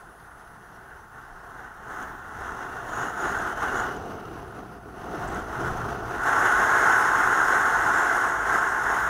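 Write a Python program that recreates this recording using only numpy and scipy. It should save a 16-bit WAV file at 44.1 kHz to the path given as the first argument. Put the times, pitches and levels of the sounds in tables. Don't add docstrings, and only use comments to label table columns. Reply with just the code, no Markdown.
import sys
import numpy as np
from scipy import signal
from scipy.fft import rfft, irfft
from scipy.io import wavfile
from scipy.ndimage import uniform_filter1d

SR = 44100
rng = np.random.default_rng(int(sys.argv[2]) if len(sys.argv) > 2 else 0)


def persist_wave(psi):
    counts = np.round(np.clip(psi, -1, 1) * 32767).astype(np.int16)
    wavfile.write(sys.argv[1], SR, np.atleast_2d(counts).T)


N = 400869
TIME = np.arange(N) / SR
FRAME, HOP = 1024, 256
FRAME_TIME = np.arange(N // HOP + 5) * HOP / SR
BIN_HZ = np.fft.rfftfreq(FRAME, 1 / SR)

# t/s, level/dB
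AIR_STRENGTH = [(0, -50.5), (1.3, -47.5), (1.8, -39), (2.25, -42), (2.42, -35), (2.8, -36), (3.25, -30.5),
                (3.85, -28.5), (4.02, -38), (4.9, -46), (5.15, -33.5), (5.8, -31.5), (6.21, -30.5),
                (6.27, -22), (6.9, -19), (7.3, -21), (8.0, -22), (9.09, -25.5)]
# t/s, exposure (0 from the side, 1 head-on at speed)
AIR_EXPOSURE = [(0, 0.49), (1.8, 0.54), (2.05, 0.51), (2.3, 0.44), (2.8, 0.37), (3.3, 0.41), (3.82, 0.41),
                (4.0, 0.027), (4.8, 0.017), (5.2, 0.14), (5.65, 0.29), (6.0, 0.085), (6.19, 0.32),
                (6.26, 0.74), (6.9, 0.98), (7.6, 0.93), (9.09, 0.97)]
# middle t/s, length/s (full width), change/dB
GUST_SWELLS = [(.16, .07, -7), (0.927, 0.068, 2.5), (1.096, .05, -8), (1.17, 0.063, 4), (1.63, .12, 1),
               (1.78, 0.19, -6.5), (1.986, 0.25, 5), (2.027, 0.02, 5), (2.476, .06, 1), (3.012, 0.18, 5),
               (3.145, 0.11, -4), (3.265, 0.19, 4), (3.552, 0.049, -4), (3.642, .07, 3), (3.785, 0.047, 4),
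               (4.11, 0.1, 3), (4.367, 0.089, 3.5), (4.582, 0.063, 4.5), (4.81, 0.057, -4),
               (4.937, 0.046, -1), (5.0, .06, 3.5), (5.34, 0.1, 1), (5.46, 0.076, -4), (5.663, 0.087, 3.5),
               (6.016, 0.14, -4.5), (6.285, 0.025, 0.5), (6.462, .06, 2), (7.12, 0.056, -2), (7.54, .05, 2),
               (7.81, 0.04, -1.5), (7.984, 0.047, 2), (8.16, 0.038, 2), (8.395, 0.17, -3.5),
               (8.53, .1, 2.5), (8.76, 0.17, -1.5), (8.934, 0.15, 2)]
# f/Hz, from the side/dB per Hz, oblique/dB per Hz, head-on/dB per Hz
WIND_COLOUR = [(30, -14, 10.5, -7), (120, -8, -6, -11), (250, -9, -4.5, -12.5), (427, -6.5, -5, -9.5),
               (820, -16, -4.5, -7), (1434, -10, 3, -1), (1774, -19, -1.5, -6), (2380, -33, -25, -26),
               (3540, -32, -20.5, -26), (4730, -31.5, -30.5, -36.5), (6780, -37, -26.5, -32.5),
               (8500, -39.5, -27, -31), (11350, -45, -34.5, -37.5), (15500, -37, -35.5, -44)]
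# f/Hz, width/Hz, lift with side air/dB, lift with head-on air/dB
CASE_RESONANCES = [(389.5, 138, 4.5, 5.5), (573, 107, -6, -5), (720, 122, 12, 6), (870, 62, 6.5, 10),
                   (1063.7, 55, 2, 11), (1306, 57, 1, 2.5), (1496, 330, 3.5, 8.5), (1624, 164, -6.5, 1),
                   (2020, 310, -1.5, 6.5), (2800, 620, 5.5, 4), (5350, 480, 3, 9.5), (6090, 680, 10.5, 9),
                   (6750, 630, 2, 12.5), (9880, 790, 10.5, 8), (12900, 480, 8, 11.5), (14600, 500, -1, 3)]
ROAR_DB, HISS_DB = 0.12, -20.5
BRISK_DB = -35.5
HISS_SIDE_DB = -1
HISS_SLOW = .3
BUFFET_DB = -42
BUFFET_GROWTH = 0.59
BUFFET_HEAD_ON_DB = -14.5
# middle t/s, length/s (full width), rumble change/dB,
# further boom change/dB
BUFFET_SPELLS = [(2.2, .7, 3, -8), (5.35, 0.31, 5, -6), (5.707, 0.2, 8, 3), (5.867, 0.15, 1.5, 14),
                 (6.048, .08, 5, -9)]
BOOM_HZ, BOOM_WIDTH_HZ = 119.8, 25
BOOM_DB, BOOM_HEAD_ON_DB = -11, 8
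# middle t/s, length/s (full width), f/Hz at the middle,
# glide/Hz per s, width of each of two filter passes/Hz, level at the middle/dB
WHISTLE_SPELLS = [(2.08, .45, 15000, 0, 700, -68), (2.65, .3, 2790, 0, 80, -60),
                  (2.908, 0.076, 3060, -1500, 70, -57), (3.01, 0.21, 6720, 0, 500, -49.5),
                  (3.03, .7, 15000, 0, 700, -68), (3.05, .15, 2900, 0, 100, -55),
                  (3.05, 0.77, 10560, 0, 280, -66), (3.258, .17, 6720, 0, 400, -49),
                  (3.309, 0.24, 2800, -800, 80, -56), (3.58, .2, 3100, 1600, 80, -57),
                  (3.69, .08, 2850, 0, 70, -55), (3.77, .12, 6780, 0, 450, -51),
                  (3.801, 0.4, 2930, 0, 150, -55.5), (3.8, .25, 14900, 0, 400, -69),
                  (4.15, .7, 2830, -150, 150, -65.5), (7.502, 1.0, 8200, 108, 220, -57),
                  (8.006, .1, 7400, -2000, 200, -48), (8.282, .14, 7850, 1200, 90, -60),
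                  (8.57, .12, 8100, -4000, 100, -55.5), (8.71, .06, 8300, 0, 150, -54),
                  (9.02, .3, 15000, 0, 600, -59)]
WHISTLE_WAVER_HZ = 45
SIZZLE_HZ, SIZZLE_WIDTH_HZ = 9860, 480
SIZZLE_DB, SIZZLE_HOLD_S, SIZZLE_FADE_DB_PER_S = -68.5, 0.31, 16
# t/s, average firings per second/Hz, level/dB
ENGINE_COURSE = [(0, 50, -74), (1, 53, -67), (2.5, 65, -60), (4, 58, -59), (5.8, 59.6, -45.5),
                 (6.5, 48, -54), (9.09, 56, -48)]
# multiple of the firing rate, average level before the hum is evened/dB
ENGINE_TONES = [(1, -1.5), (2, -6), (3, -14)]
# start t/s, level before a lift and a soft attack/dB, ring f/Hz
MOUNT_TICKS = [(2.026, -49, 6700), (2.974, -49, 6500), (3.211, -43, 6840), (3.2535, -40, 6700),
               (3.387, -40, 6620), (3.768, -41, 6800), (3.801, -38, 6810), (3.965, -48, 6800),
               (5.346, -45, 6500), (5.772, -46, 6340)]
# middle t/s, length/s (half width), level at the middle/dB
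MOUNT_SCRAPES = [(5.283, 0.0083, -51), (5.305, .007, -58), (5.324, .005, -56), (5.349, .004, -54),
                 (5.375, .003, -56), (5.399, .006, -55)]
# middle t/s, length/s (half width), f/Hz, level/dB
ROAD_BUMPS = [(1.328, .045, 28, -46), (4.635, .05, 42, -52)]
# f/Hz, level/dB per Hz
ROAD_COLOUR = [(30, 3.5), (90, -6), (160, 2), (250, -11.5), (450, -5), (800, -8.5), (1450, -3.5),
               (1850, -9), (2350, -26), (3400, -26), (4700, -27.5), (7000, -35.5), (11000, -28),
               (15500, -38)]
ROAD_DB = -51
# f/Hz, level/dB per Hz
MIC_COLOUR = [(30, -6), (3000, 0), (5000, -7), (8000, -1), (11000, -12), (15500, 0)]
MIC_HISS_DB = -67.5
EDGE_HZ = 15750


def gain_of(db):
    return 10 ** (np.asarray(db) / 20)


def evened(x):
    return x / np.sqrt(np.mean(x ** 2) + 1e-20)


def follow(rows, t):
    s, *columns = np.transpose(rows)
    return [np.interp(t, s, c) for c in columns]


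def colours(rows):
    hz, *columns = np.transpose(rows)
    return [np.interp(np.log(BIN_HZ + 1), np.log(hz), c) for c in columns]


def wander(slow_hz, fast_hz):
    hz = np.fft.rfftfreq(N, 1 / SR)
    noise = rfft(rng.standard_normal(N))
    return evened(irfft(noise * hz / (hz + slow_hz) / (1 + (hz / fast_hz) ** 2), N))


def swell(s, length):
    return np.exp(-np.minimum((2 * (TIME - s) / length) ** 2, 60))


def below(edge_hz, order=8):
    return 1 / (1 + (BIN_HZ / edge_hz) ** order)


def turbulence(shape, patchy_db):
    real, imag, eddies = rng.standard_normal((3, len(FRAME_TIME), len(BIN_HZ)))
    eddies = uniform_filter1d(eddies, size=9, axis=0)
    eddies = evened(uniform_filter1d(eddies, size=11, axis=1))
    shape = shape * gain_of(patchy_db * eddies)
    shape = shape / np.linalg.norm(shape, axis=1, keepdims=True)
    spectrum = (shape * (real + 1j * imag)).T
    return evened(signal.istft(spectrum, nperseg=FRAME, noverlap=FRAME - HOP)[1][:N])


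def resonate(x, hz, width):
    turn = np.exp(2j * np.pi * np.cumsum(hz) / SR)
    r = np.exp(-np.pi * width / SR)
    return 2 * (turn * signal.lfilter([1 - r], [1, -r], x / turn)).real


def blown_tone(hz, width_hz):
    once = resonate(rng.standard_normal(len(hz)), hz, width_hz)
    return evened(resonate(once, hz, width_hz))


def case_db(exposure):
    return sum((side + (front - side) * exposure) / (1 + (2 * (BIN_HZ - hz) / width) ** 2)
               for hz, width, side, front in CASE_RESONANCES)


def gusts():
    return sum(db * swell(s, length) for s, length, db in GUST_SWELLS)


def wind(air_db):
    exposure = np.clip(follow(AIR_EXPOSURE, FRAME_TIME)[0], 0, 1)[:, None]
    side, oblique, front = colours(WIND_COLOUR)
    turn = 2 * exposure - 1
    colour_db = oblique + np.maximum(turn, 0) * (front - oblique) + np.maximum(-turn, 0) * (side - oblique)
    shape = gain_of(colour_db + case_db(exposure))
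    low, not_high = below(232), below(3300)
    aside = 1 - np.clip(follow(AIR_EXPOSURE, TIME)[0], 0, 1)
    flutter_db = wander(3.5, 55) * (0.55 + 0.72 * aside)

    buffet_shape = shape * np.sqrt(low * (1 - below(22, order=4)))
    buffet = gain_of(buffeting_db(air_db) + 0.36 * flutter_db) * turbulence(buffet_shape, patchy_db=5.5)

    roar_shape = shape * np.sqrt((1 - low) * not_high)
    roar = gain_of(air_db + ROAR_DB + 0.92 * flutter_db) * turbulence(roar_shape, patchy_db=0.84)

    hiss_db = air_db + HISS_DB + HISS_SIDE_DB * aside - HISS_SLOW * np.maximum(BRISK_DB - air_db, 0)
    hiss_shape = shape * np.sqrt(1 - not_high)
    hiss = gain_of(hiss_db + 1.1 * flutter_db) * turbulence(hiss_shape, patchy_db=1.04)
    return buffet + roar + hiss


def buffeting_db(air_db):
    spells_db = sum(db * swell(s, length) for s, length, db, _ in BUFFET_SPELLS)
    head_on_db = BUFFET_HEAD_ON_DB * follow(AIR_EXPOSURE, TIME)[0]
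    return BUFFET_DB + BUFFET_GROWTH * (air_db - BRISK_DB) + head_on_db + spells_db


def boom(air_db, waver=0.013):
    db = buffeting_db(air_db) + BOOM_DB + BOOM_HEAD_ON_DB * follow(AIR_EXPOSURE, TIME)[0]
    db = db + sum(boom_db * swell(s, length) for s, length, _, boom_db in BUFFET_SPELLS)
    return gain_of(db) * blown_tone(BOOM_HZ * (1 + waver * wander(3, 15)), BOOM_WIDTH_HZ)


def whistles():
    out, waver_hz = np.zeros(N), WHISTLE_WAVER_HZ * wander(3, 18)
    for s, length, hz, glide, width_hz, db in WHISTLE_SPELLS:
        near = abs(TIME - s) < 2 * length
        pitch = hz + glide * (TIME[near] - s) + waver_hz[near]
        out[near] += gain_of(db) * swell(s, length)[near] * blown_tone(pitch, width_hz)
    return out


def sizzle(waver=.004):
    db = SIZZLE_DB - SIZZLE_FADE_DB_PER_S * np.maximum(TIME - SIZZLE_HOLD_S, 0)
    return gain_of(db) * blown_tone(SIZZLE_HZ * (1 + waver * wander(3, 15)), SIZZLE_WIDTH_HZ)


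def engine():
    hz, db = follow(ENGINE_COURSE, TIME)
    turns = np.cumsum(hz * (1 + 0.022 * wander(0.67, 4.9))) / SR
    hum = sum(gain_of(order_db + 4.6 * wander(1, 7)) * np.sin(2 * np.pi * round(k) * turns)
              for k, order_db in ENGINE_TONES)
    return gain_of(db) * evened(hum)


def ticks(t60=0.018, scrape=0.14):
    out, t = np.zeros(N), np.arange(SR // 20) / SR
    for s, db, hz in MOUNT_TICKS:
        ring = np.sin(2 * np.pi * hz * t) + scrape * rng.standard_normal(len(t))
        attack = 1 - np.exp(-t / .0003)
        start = round(s * SR)
        out[start:start + len(t)] += gain_of(db + 6.5 - 60 * t / t60) * attack * ring
    return out


def scrapes(hz=7400, width_hz=2300):
    rub = blown_tone(np.full(N, hz), width_hz)
    return rub * sum(gain_of(db) * np.exp(-((TIME - s) / length) ** 2) for s, length, db in MOUNT_SCRAPES)


def bumps():
    return sum(gain_of(db) * np.exp(-((TIME - s) / length) ** 2) * np.sin(2 * np.pi * hz * (TIME - s))
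               for s, length, hz, db in ROAD_BUMPS)


def road():
    shape = gain_of(colours(ROAD_COLOUR)[0] + case_db(exposure=0.098))
    shape = shape[None]
    return gain_of(ROAD_DB + .7 * wander(4, 40)) * turbulence(shape, patchy_db=2.2)


def microphone():
    return gain_of(MIC_HISS_DB) * turbulence(gain_of(colours(MIC_COLOUR)[0]), patchy_db=3.0)


def scene():
    air_db = follow(AIR_STRENGTH, TIME)[0] + gusts()
    air = wind(air_db) + boom(air_db) + whistles() + sizzle()
    return (air + engine() + ticks() + scrapes() + bumps() + road() + microphone())[None]


def record(dry):
    dry = signal.sosfilt(signal.butter(2, 18, "highpass", fs=SR, output="sos"), dry)
    top_cut = signal.firwin(511, EDGE_HZ, window=("kaiser", 9), fs=SR)
    return signal.oaconvolve(dry, top_cut[None], "same")


dry = scene()
out = record(dry)
persist_wave(out)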